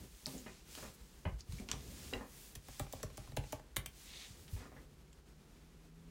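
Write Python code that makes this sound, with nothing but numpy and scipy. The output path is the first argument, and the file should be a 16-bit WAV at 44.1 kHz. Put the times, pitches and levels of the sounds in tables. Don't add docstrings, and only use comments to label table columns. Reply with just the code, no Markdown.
import sys
import numpy as np
from scipy import signal
from scipy.io import wavfile
from scipy.ndimage import uniform_filter1d

SR = 44100
rng = np.random.default_rng(int(sys.argv[2]) if len(sys.argv) > 2 else 0)


def generate_wav(sig):
    pcm = np.round(np.clip(np.atleast_2d(sig).T, -1, 1) * 32767).astype(np.int16)
    wavfile.write(sys.argv[1], SR, pcm)


N = 269096

# (frequency [Hz], density [dB per Hz])
AIR_SPECTRUM = [(15, -38), (30, -4), (53, 4), (75, -2), (100, -15), (150, -5.5), (190, -8), (260, -12.5),
                (420, -14.5), (600, -22), (1200, -25), (3000, -29), (7000, -32), (15500, -40.5)]
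# (time [s], mean firing rate [Hz], peak level of the first order [dB])
ENGINE_RUN = [(4.2, 141.3, -75), (4.8, 145, -66), (5.35, 153.4, -67), (5.65, 156.7, -69.5),
              (5.85, 162, -62), (6.1, 167.9, -53)]
# (multiple of firing rate, relative level [dB])
ENGINE_ORDERS = [(1, 0), (1.5, -14), (2.5, -17)]
# (heaviest time [s], pressing [s], easing [s], rumble level [dB])
LEANS = [(0, 0.024, 0.067, -51), (.84, .12, 0.064, -56), (2.03, 0.48, 0.13, -53), (3.3, 0.4, 0.2, -61),
         (4.66, 0.44, 0.28, -60.5)]
# (frequency [Hz], density [dB per Hz])
LEAN_SPECTRUM = [(25, -31), (60, 3.5), (140, -6), (200, -7), (400, -12.5), (800, -28), (2000, -36)]
# (fastest time [s], speeding up [s], slowing down [s], rustle level [dB], added fizz [dB])
ARM_MOVES = [(0.016, .1, 0.087, -64, 4), (.212, 0.14, 0.12, -63, 3.5), (.285, 0.024, 0.15, -55.5, 4),
             (.52, 0.14, 0.12, -61.5, -6), (.78, 0.098, 0.13, -54, 1), (.949, .012, 0.014, -76.5, 21),
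             (1.06, 0.18, 0.33, -68.5, 3), (1.398, 0.012, .022, -59, -9), (1.57, 0.085, 0.083, -58.5, -0.5),
             (1.75, 0.07, 0.11, -58, -7), (2.055, .225, 0.15, -55.7, 1), (2.44, 0.18, .11, -60.5, 7),
             (2.775, 0.14, 0.095, -58, 1), (2.965, 0.089, 0.11, -59.5, -3), (3.24, 0.16, 0.1, -62.5, -3),
             (3.5, 0.094, .085, -60.5, -3), (4.041, 0.11, .1, -59.5, 2.5), (4.22, 0.12, 0.17, -57.5, -4),
             (4.41, 0.038, 0.099, -65.5, 5), (4.54, 0.043, .055, -62, 7.5), (4.605, .05, 0.074, -61.5, -7)]
# (frequency [Hz], density [dB per Hz])
SLEEVE_SPECTRUM = [(300, -23), (600, -8), (1300, -6), (2700, -1.5), (4200, -1), (6800, -0.5), (9000, -3.5),
                   (12000, -8), (16000, -8.5)]
# (time [s], level [dB], centre [Hz], half-width [octaves], rattle decay [s])
CLICKS = [(.259, -41, 4700, 0.4, 0.00047), (.266, -48, 4030, 3, 0.0012), (0.379, -54, 6900, .1, 0.011),
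          (.752, -52, 4940, 3, 0.0013), (1.407, -54.5, 5500, 0.28, 0.0026),
          (1.523, -55.5, 4450, 2.9, 0.0034), (1.585, -57, 2200, 0.15, .01), (1.599, -59, 2590, 2.7, .002),
          (1.688, -47.5, 2400, 1.14, 0.0036), (1.699, -54, 3100, 1.1, 0.0062),
          (1.715, -41.5, 6400, 0.19, 0.00037), (1.715, -38.5, 2600, 1.56, 0.0023),
          (1.729, -50.5, 2980, 0.53, 0.0057), (4.48, -60, 2950, 0.81, 0.0093),
          (5.1293, -66, 4570, 1.3, 0.0036)]
# (time [s], level [dB], upper edge [Hz], rattle decay [s])
KNOCKS = [(.267, -51, 1060, 0.0083), (.337, -46.5, 527, 0.024), (.463, -47.5, 2060, 0.014),
          (.777, -53, 1880, 0.0082), (0.827, -49, 2000, 0.019), (1.253, -42.5, 1980, 0.009),
          (1.599, -53.5, 700, 0.022), (1.688, -51.5, 1500, 0.04), (1.735, -52, 1320, 0.0073),
          (2.1284, -42, 1290, 0.0062), (2.145, -47.5, 1900, 0.063), (2.209, -47.5, 1300, 0.0049),
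          (4.565, -56, 1990, 0.033), (4.6, -53.5, 2050, 0.025), (4.656, -56, 1780, 0.01),
          (4.719, -59, 1960, 0.016), (4.765, -56.5, 2030, 0.008)]
# (frequency [Hz], density [dB per Hz])
KNOCK_SPECTRUM = [(60, -10.5), (250, 5.5), (550, -1), (1000, -4), (1700, -3.5), (3000, -2), (16000, -21)]
# (time [s], level [dB], pitch [Hz], decay [s], sway relative to level [dB])
BUMPS = [(0.269, -44, 147, 0.025, -17), (.268, -48.5, 261, 0.02, -30), (0.336, -44, 254, 0.036, -30),
         (0.344, -47, 157, 0.017, -3), (1.256, -32.5, 86.5, 0.016, -8), (1.261, -39, 161.4, 0.016, -22),
         (1.318, -42, 122, 0.046, 5), (1.49, -40, 87, 0.0089, -2.5), (1.531, -39.5, 129, 0.0074, -10),
         (1.597, -45.5, 213, 0.0058, -3), (1.733, -44, 138, 0.035, -1), (2.141, -45.5, 96, 0.012, -1),
         (4.302, -49, 123, 0.01, -5.5), (4.529, -35.5, 94, 0.011, -4.5)]
# (time [s], level [dB])
LANDINGS = [(2.135, -40)]
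# (frequency [Hz], relative level [dB], t60 [s])
OBJECT_MODES = [(1700, -2, .022), (2010, -2, .025), (2480, -5, .016), (2850, 2, 0.024), (3338, -7, .009),
                (4000, -4, 0.02), (5030, -11, .011), (7500, -6, .006)]
# (time [s], finger tick [dB], travel [s],
# clack [dB], keycap pitch [Hz], treble slope [dB per octave], case [dB], case pitch [factor], desk [dB])
KEYSTROKES = [(2.553, -48.5, .0026, -51, 2580, 0.5, -62, 0.96, -47),
              (2.6847, -58, 0.00081, -62.5, 1700, -3, -54, 0.96, -51),
              (2.796, -42, 0.0025, -48, 1910, -2.5, -41, 1.01, -35.5),
              (2.9262, -46, .007, -53.5, 1940, 1.5, -44.5, 1.03, -46.5),
              (3.03, -45, 0.0029, -50.5, 1810, -2.5, -43, 0.88, -38.5),
              (3.173, -52, 0.0043, -53, 1300, -1.5, -51.5, 1.06, -44),
              (3.272, -81, 0.0023, -66, 1320, 0, -61.5, 1.3, -49.5),
              (3.317, -74, 0.0032, -62.5, 1320, -4, -60, 1, -43.5),
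              (3.3667, -46.5, 0.0038, -41.5, 2780, -2.5, -39, 1.02, -32.5),
              (3.5239, -44, 0.0037, -48, 2180, 2, -40.5, 1.058, -44),
              (3.7629, -40.5, 0.0039, -34, 1170, 3, -46.5, 0.72, -38.5),
              (3.8603, -41, 0.0013, -48, 3040, 1, -75, .87, -51)]
# (frequency [Hz], density [dB per Hz])
TICK_SPECTRUM = [(200, -22), (900, -4), (2000, -3.5), (4500, -3), (7400, 7.5), (9000, -4), (12000, -4.5),
                 (16000, 5)]
# (frequency [Hz], density [dB per Hz])
CLACK_SPECTRUM = [(150, -2.5), (600, -2.5), (1300, -3), (3500, -1.5), (5200, -7.5), (7000, -9.5),
                  (10000, -4), (16000, -15)]
# (multiple of keycap pitch, gain [dB])
KEYCAP_RESONANCE = [(.6, -2), (.8, 0), (1, 7), (1.2, 0), (1.6, -2)]
# (frequency [Hz], relative level [dB], t60 [s])
CASE_MODES = [(279, -8, 0.075), (421, -14, 0.062), (526, 1.5, 0.035), (629, -1.5, 0.029), (765, -3, 0.038),
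              (1120, -6.5, 0.022)]
# (frequency [Hz], relative level [dB], t60 [s])
DESK_MODES = [(47.7, -3.5, 0.28), (79.4, -11, 0.14), (109, 7.5, 0.051), (142, -1.5, 0.17),
              (218.8, -12.5, 0.21)]
# (frequency [Hz], density [dB per Hz])
RETURN_SPECTRUM = [(300, 2), (900, -1), (2000, 3), (4000, -6.5), (16000, -20)]
# (fastest time [s], speeding up [s], slowing down [s], level [dB])
SLIDES = [(4.192, .13, .09, -54.6)]
# (frequency [Hz], density [dB per Hz])
SLIDE_SPECTRUM = [(600, -12), (1500, -13), (2100, 1), (3000, -1.5), (3700, 5), (5000, -4), (6500, -6),
                  (16000, -29)]
# (frequency [Hz], t60 [s])
ROOM_DECAY = [(80, 0.29), (400, 0.23), (2000, 0.22), (7000, 0.13), (16000, 0.14)]

AIR_DB = -60.5
SWELL_POWER = 2.27
FIZZ_LEAD_S, FIZZ_SPLIT_HZ = 0.004, 9500
RETURN_S = 0.068
RETURN_CAP_DB, RETURN_CASE_DB = -21, -15
RETURN_DESK_DB = -14.5
CASE_LAG_S, DESK_LAG_S = 0.0008, 0.008
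EDGE_HZ = 15900
AGE_S = np.arange(SR // 2) / SR
BINS_HZ = np.fft.rfftfreq(4096, 1 / SR)


def amp(db):
    return 10 ** (np.asarray(db) / 20)


def evened(x):
    return x / np.sqrt(np.mean(x ** 2) + 1e-20)


def blow(x, db):
    return amp(db) * x / np.sqrt(np.sum(x ** 2) * 100 / SR)


def read(points, hz):
    table_hz, value = np.transpose(points)
    return np.interp(np.log(hz + 1), np.log(table_hz + 1), value)


def add(mix, s, sound):
    part = mix[max(round(s * SR), 0):][:len(sound)]
    part += sound[:len(part)]


def colour(x, db):
    both_sides_db = np.r_[db, db[-2:0:-1]]
    log_gain = np.log(amp(np.maximum(both_sides_db, -100)))
    taps = np.fft.ifft(np.exp(np.conj(signal.hilbert(log_gain)))).real
    return signal.oaconvolve(x, taps)[:len(x)]


def smooth_noise(length, size):
    return evened(uniform_filter1d(rng.standard_normal(length), size))


def hiss(spectrum, grain_db, size):
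    flicker = smooth_noise(N, size)
    grains = rng.standard_normal(N) * amp(grain_db * flicker)
    return evened(colour(grains, read(spectrum, BINS_HZ)))


def contact(rattle_s, snap):
    chatter = rng.standard_normal(len(AGE_S)) * np.exp(-AGE_S / max(rattle_s, 1e-4))
    return chatter / np.linalg.norm(chatter) + snap * (AGE_S == 0)


def soft_push(rise_s):
    return 1 - np.exp(-(AGE_S / rise_s) ** 2)


def ring(modes, pitch, rise_s, scatter):
    tones = np.zeros(len(AGE_S))
    for k, (hz, db, t60_s) in enumerate(modes):
        tuned_hz = hz * pitch * (1 + scatter * rng.standard_normal())
        decay = amp(db - 60 * AGE_S / t60_s)
        tones += (-1) ** k * decay * np.sin(2 * np.pi * tuned_hz * AGE_S)
    return tones * soft_push(rise_s)


def swing(hz, decay_s, rise_s):
    return np.sin(2 * np.pi * hz * AGE_S) * np.exp(-AGE_S / decay_s) * soft_push(rise_s)


def swell(peak_s, rise_s, fall_s, db):
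    t = np.arange(N) / SR - peak_s
    width_s = np.maximum(np.where(t < 0, rise_s, fall_s), 1e-3)
    return amp(db) * np.exp(-np.minimum(abs(t / width_s), 10) ** SWELL_POWER)


def together(gains):
    return np.sqrt(sum(gain ** 2 for gain in gains))


def room(x, wet_db):
    at = np.arange(180, len(AGE_S) - 12, 12)
    taps = np.zeros(len(AGE_S))
    taps[at + rng.integers(0, 12, len(at))] = rng.choice([-1, 1], len(at))
    hz, t, cells = signal.stft(taps, SR, nperseg=256)
    decay = amp(-60 * t / read(ROOM_DECAY, hz)[:, None])
    tail = signal.istft(cells * decay, SR)[1]
    return x + amp(wet_db) * signal.fftconvolve(x, tail / np.linalg.norm(tail))[:N]


def room_air():
    return amp(AIR_DB) * hiss(AIR_SPECTRUM, grain_db=-1.3, size=2500)


def far_engine():
    s, rate_hz, rate_db = np.transpose(ENGINE_RUN)
    t = np.arange(N) / SR
    hz, level_db = np.interp(t, s, rate_hz), np.interp(t, s, rate_db)
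    wobble = 1 + 0.0072 * smooth_noise(N, size=3000)
    turns = np.cumsum(hz * wobble) / SR
    engine = sum(amp(db) * np.sin(2 * np.pi * order * turns) for order, db in ENGINE_ORDERS)
    return amp(level_db) * engine


def leans():
    return together(swell(*row) for row in LEANS) * hiss(LEAN_SPECTRUM, grain_db=1.5, size=1500)


def sleeves():
    cloth = hiss(SLEEVE_SPECTRUM, grain_db=1.0, size=30)
    high_pass = signal.butter(2, FIZZ_SPLIT_HZ, "high", fs=SR, output="sos")
    fizz = signal.sosfiltfilt(high_pass, cloth)
    coarse_gain = together(swell(s, rise_s, fall_s, db) for s, rise_s, fall_s, db, _ in ARM_MOVES)
    fine_gain = together(swell(s - FIZZ_LEAD_S, rise_s, fall_s, db + fizz_db)
                         for s, rise_s, fall_s, db, fizz_db in ARM_MOVES)
    return coarse_gain * (cloth - fizz) + fine_gain * fizz


def clicks(skirt_db=14, top_hz=7800, top_db_per_octave=11):
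    out = np.zeros(N)
    contact_loss_db = top_db_per_octave * np.log2(np.maximum(BINS_HZ / top_hz, 1))
    for s, db, hz, octaves, rattle_s in CLICKS:
        offset = np.log2((BINS_HZ + 1) / hz) / octaves
        resonance_db = -skirt_db * np.log10(1 + offset ** 4)
        add(out, s, blow(colour(contact(rattle_s, snap=0.43), resonance_db - contact_loss_db), db))
    return room(out, wet_db=-9)


def knocks(slope_db=12, scuff_db=3):
    out = np.zeros(N)
    for s, db, edge_hz, rattle_s in KNOCKS:
        padding_db = slope_db * np.log10(1 + (BINS_HZ / edge_hz) ** 6)
        scuff = amp(scuff_db * smooth_noise(len(AGE_S), size=130))
        hit = contact(rattle_s, snap=0.48) * scuff
        add(out, s, blow(colour(hit, read(KNOCK_SPECTRUM, BINS_HZ) - padding_db), db))
    return room(out, wet_db=-0.5)


def bumps(sway_hz=52):
    out = np.zeros(N)
    for s, db, hz, decay_s, sway_db in BUMPS:
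        add(out, s, blow(swing(hz, decay_s, rise_s=0.0072), db))
        add(out, s, blow(swing(sway_hz, decay_s=0.027, rise_s=0.027), db + sway_db))
    return room(out, wet_db=-10.5)


def set_down():
    out = np.zeros(N)
    for s, db in LANDINGS:
        chatter = contact(rattle_s=0.003, snap=0.65)
        modes = ring(OBJECT_MODES, 0.99, rise_s=0.0004, scatter=0.005)
        add(out, s, blow(signal.fftconvolve(chatter, modes), db))
    return room(out, wet_db=-10)


def shell(ripple_db=2):
    window = signal.windows.hann(151)
    return ripple_db * evened(signal.oaconvolve(rng.standard_normal(len(BINS_HZ)), window, "same"))


def keyboard():
    caps, body = np.zeros((2, N))
    for s, tick_db, travel_s, clack_db, cap_hz, treble_db, case_db, pitch, desk_db in KEYSTROKES:
        touch_db = shell() + treble_db * np.log2(np.maximum(BINS_HZ / 4000, 1))
        tick = colour(contact(rattle_s=0.0028, snap=0.61), read(TICK_SPECTRUM, BINS_HZ) + touch_db)
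        add(caps, s, blow(tick, tick_db))

        bottom_s = s + travel_s
        cap_db = read(CLACK_SPECTRUM, BINS_HZ) + read(KEYCAP_RESONANCE, BINS_HZ / cap_hz) + touch_db
        clack = colour(contact(rattle_s=0.0028, snap=0.47), cap_db)
        case = ring(CASE_MODES, pitch, rise_s=0.00079, scatter=0.062)
        desk = ring(DESK_MODES, 0.98, rise_s=0.0046, scatter=0.023)
        add(caps, bottom_s, blow(clack, clack_db))
        add(body, bottom_s + CASE_LAG_S, blow(case, case_db))
        add(body, bottom_s + DESK_LAG_S, blow(desk, desk_db))

        top_s = bottom_s + RETURN_S
        rattle = colour(contact(rattle_s=0.005, snap=0.28), read(RETURN_SPECTRUM, BINS_HZ) + shell())
        add(caps, top_s, blow(rattle, case_db + RETURN_CAP_DB))
        add(body, top_s + CASE_LAG_S, blow(case, case_db + RETURN_CASE_DB))
        add(body, top_s + DESK_LAG_S, blow(desk, desk_db + RETURN_DESK_DB))
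    return room(caps, wet_db=-8) + room(body, wet_db=-9)


def forearm_slide():
    return together(swell(*row) for row in SLIDES) * hiss(SLIDE_SPECTRUM, grain_db=2.0, size=90)


def scene():
    steady = room_air() + far_engine()
    friction = leans() + sleeves() + forearm_slide()
    blows = clicks() + knocks() + bumps() + set_down() + keyboard()
    mono = steady + friction + blows
    return np.array([mono, mono])


def record(dry):
    taps = signal.firwin(511, EDGE_HZ, window=("kaiser", 9), fs=SR)
    return signal.oaconvolve(dry, taps[None], "same")


dry = scene()
out = record(dry)
generate_wav(out)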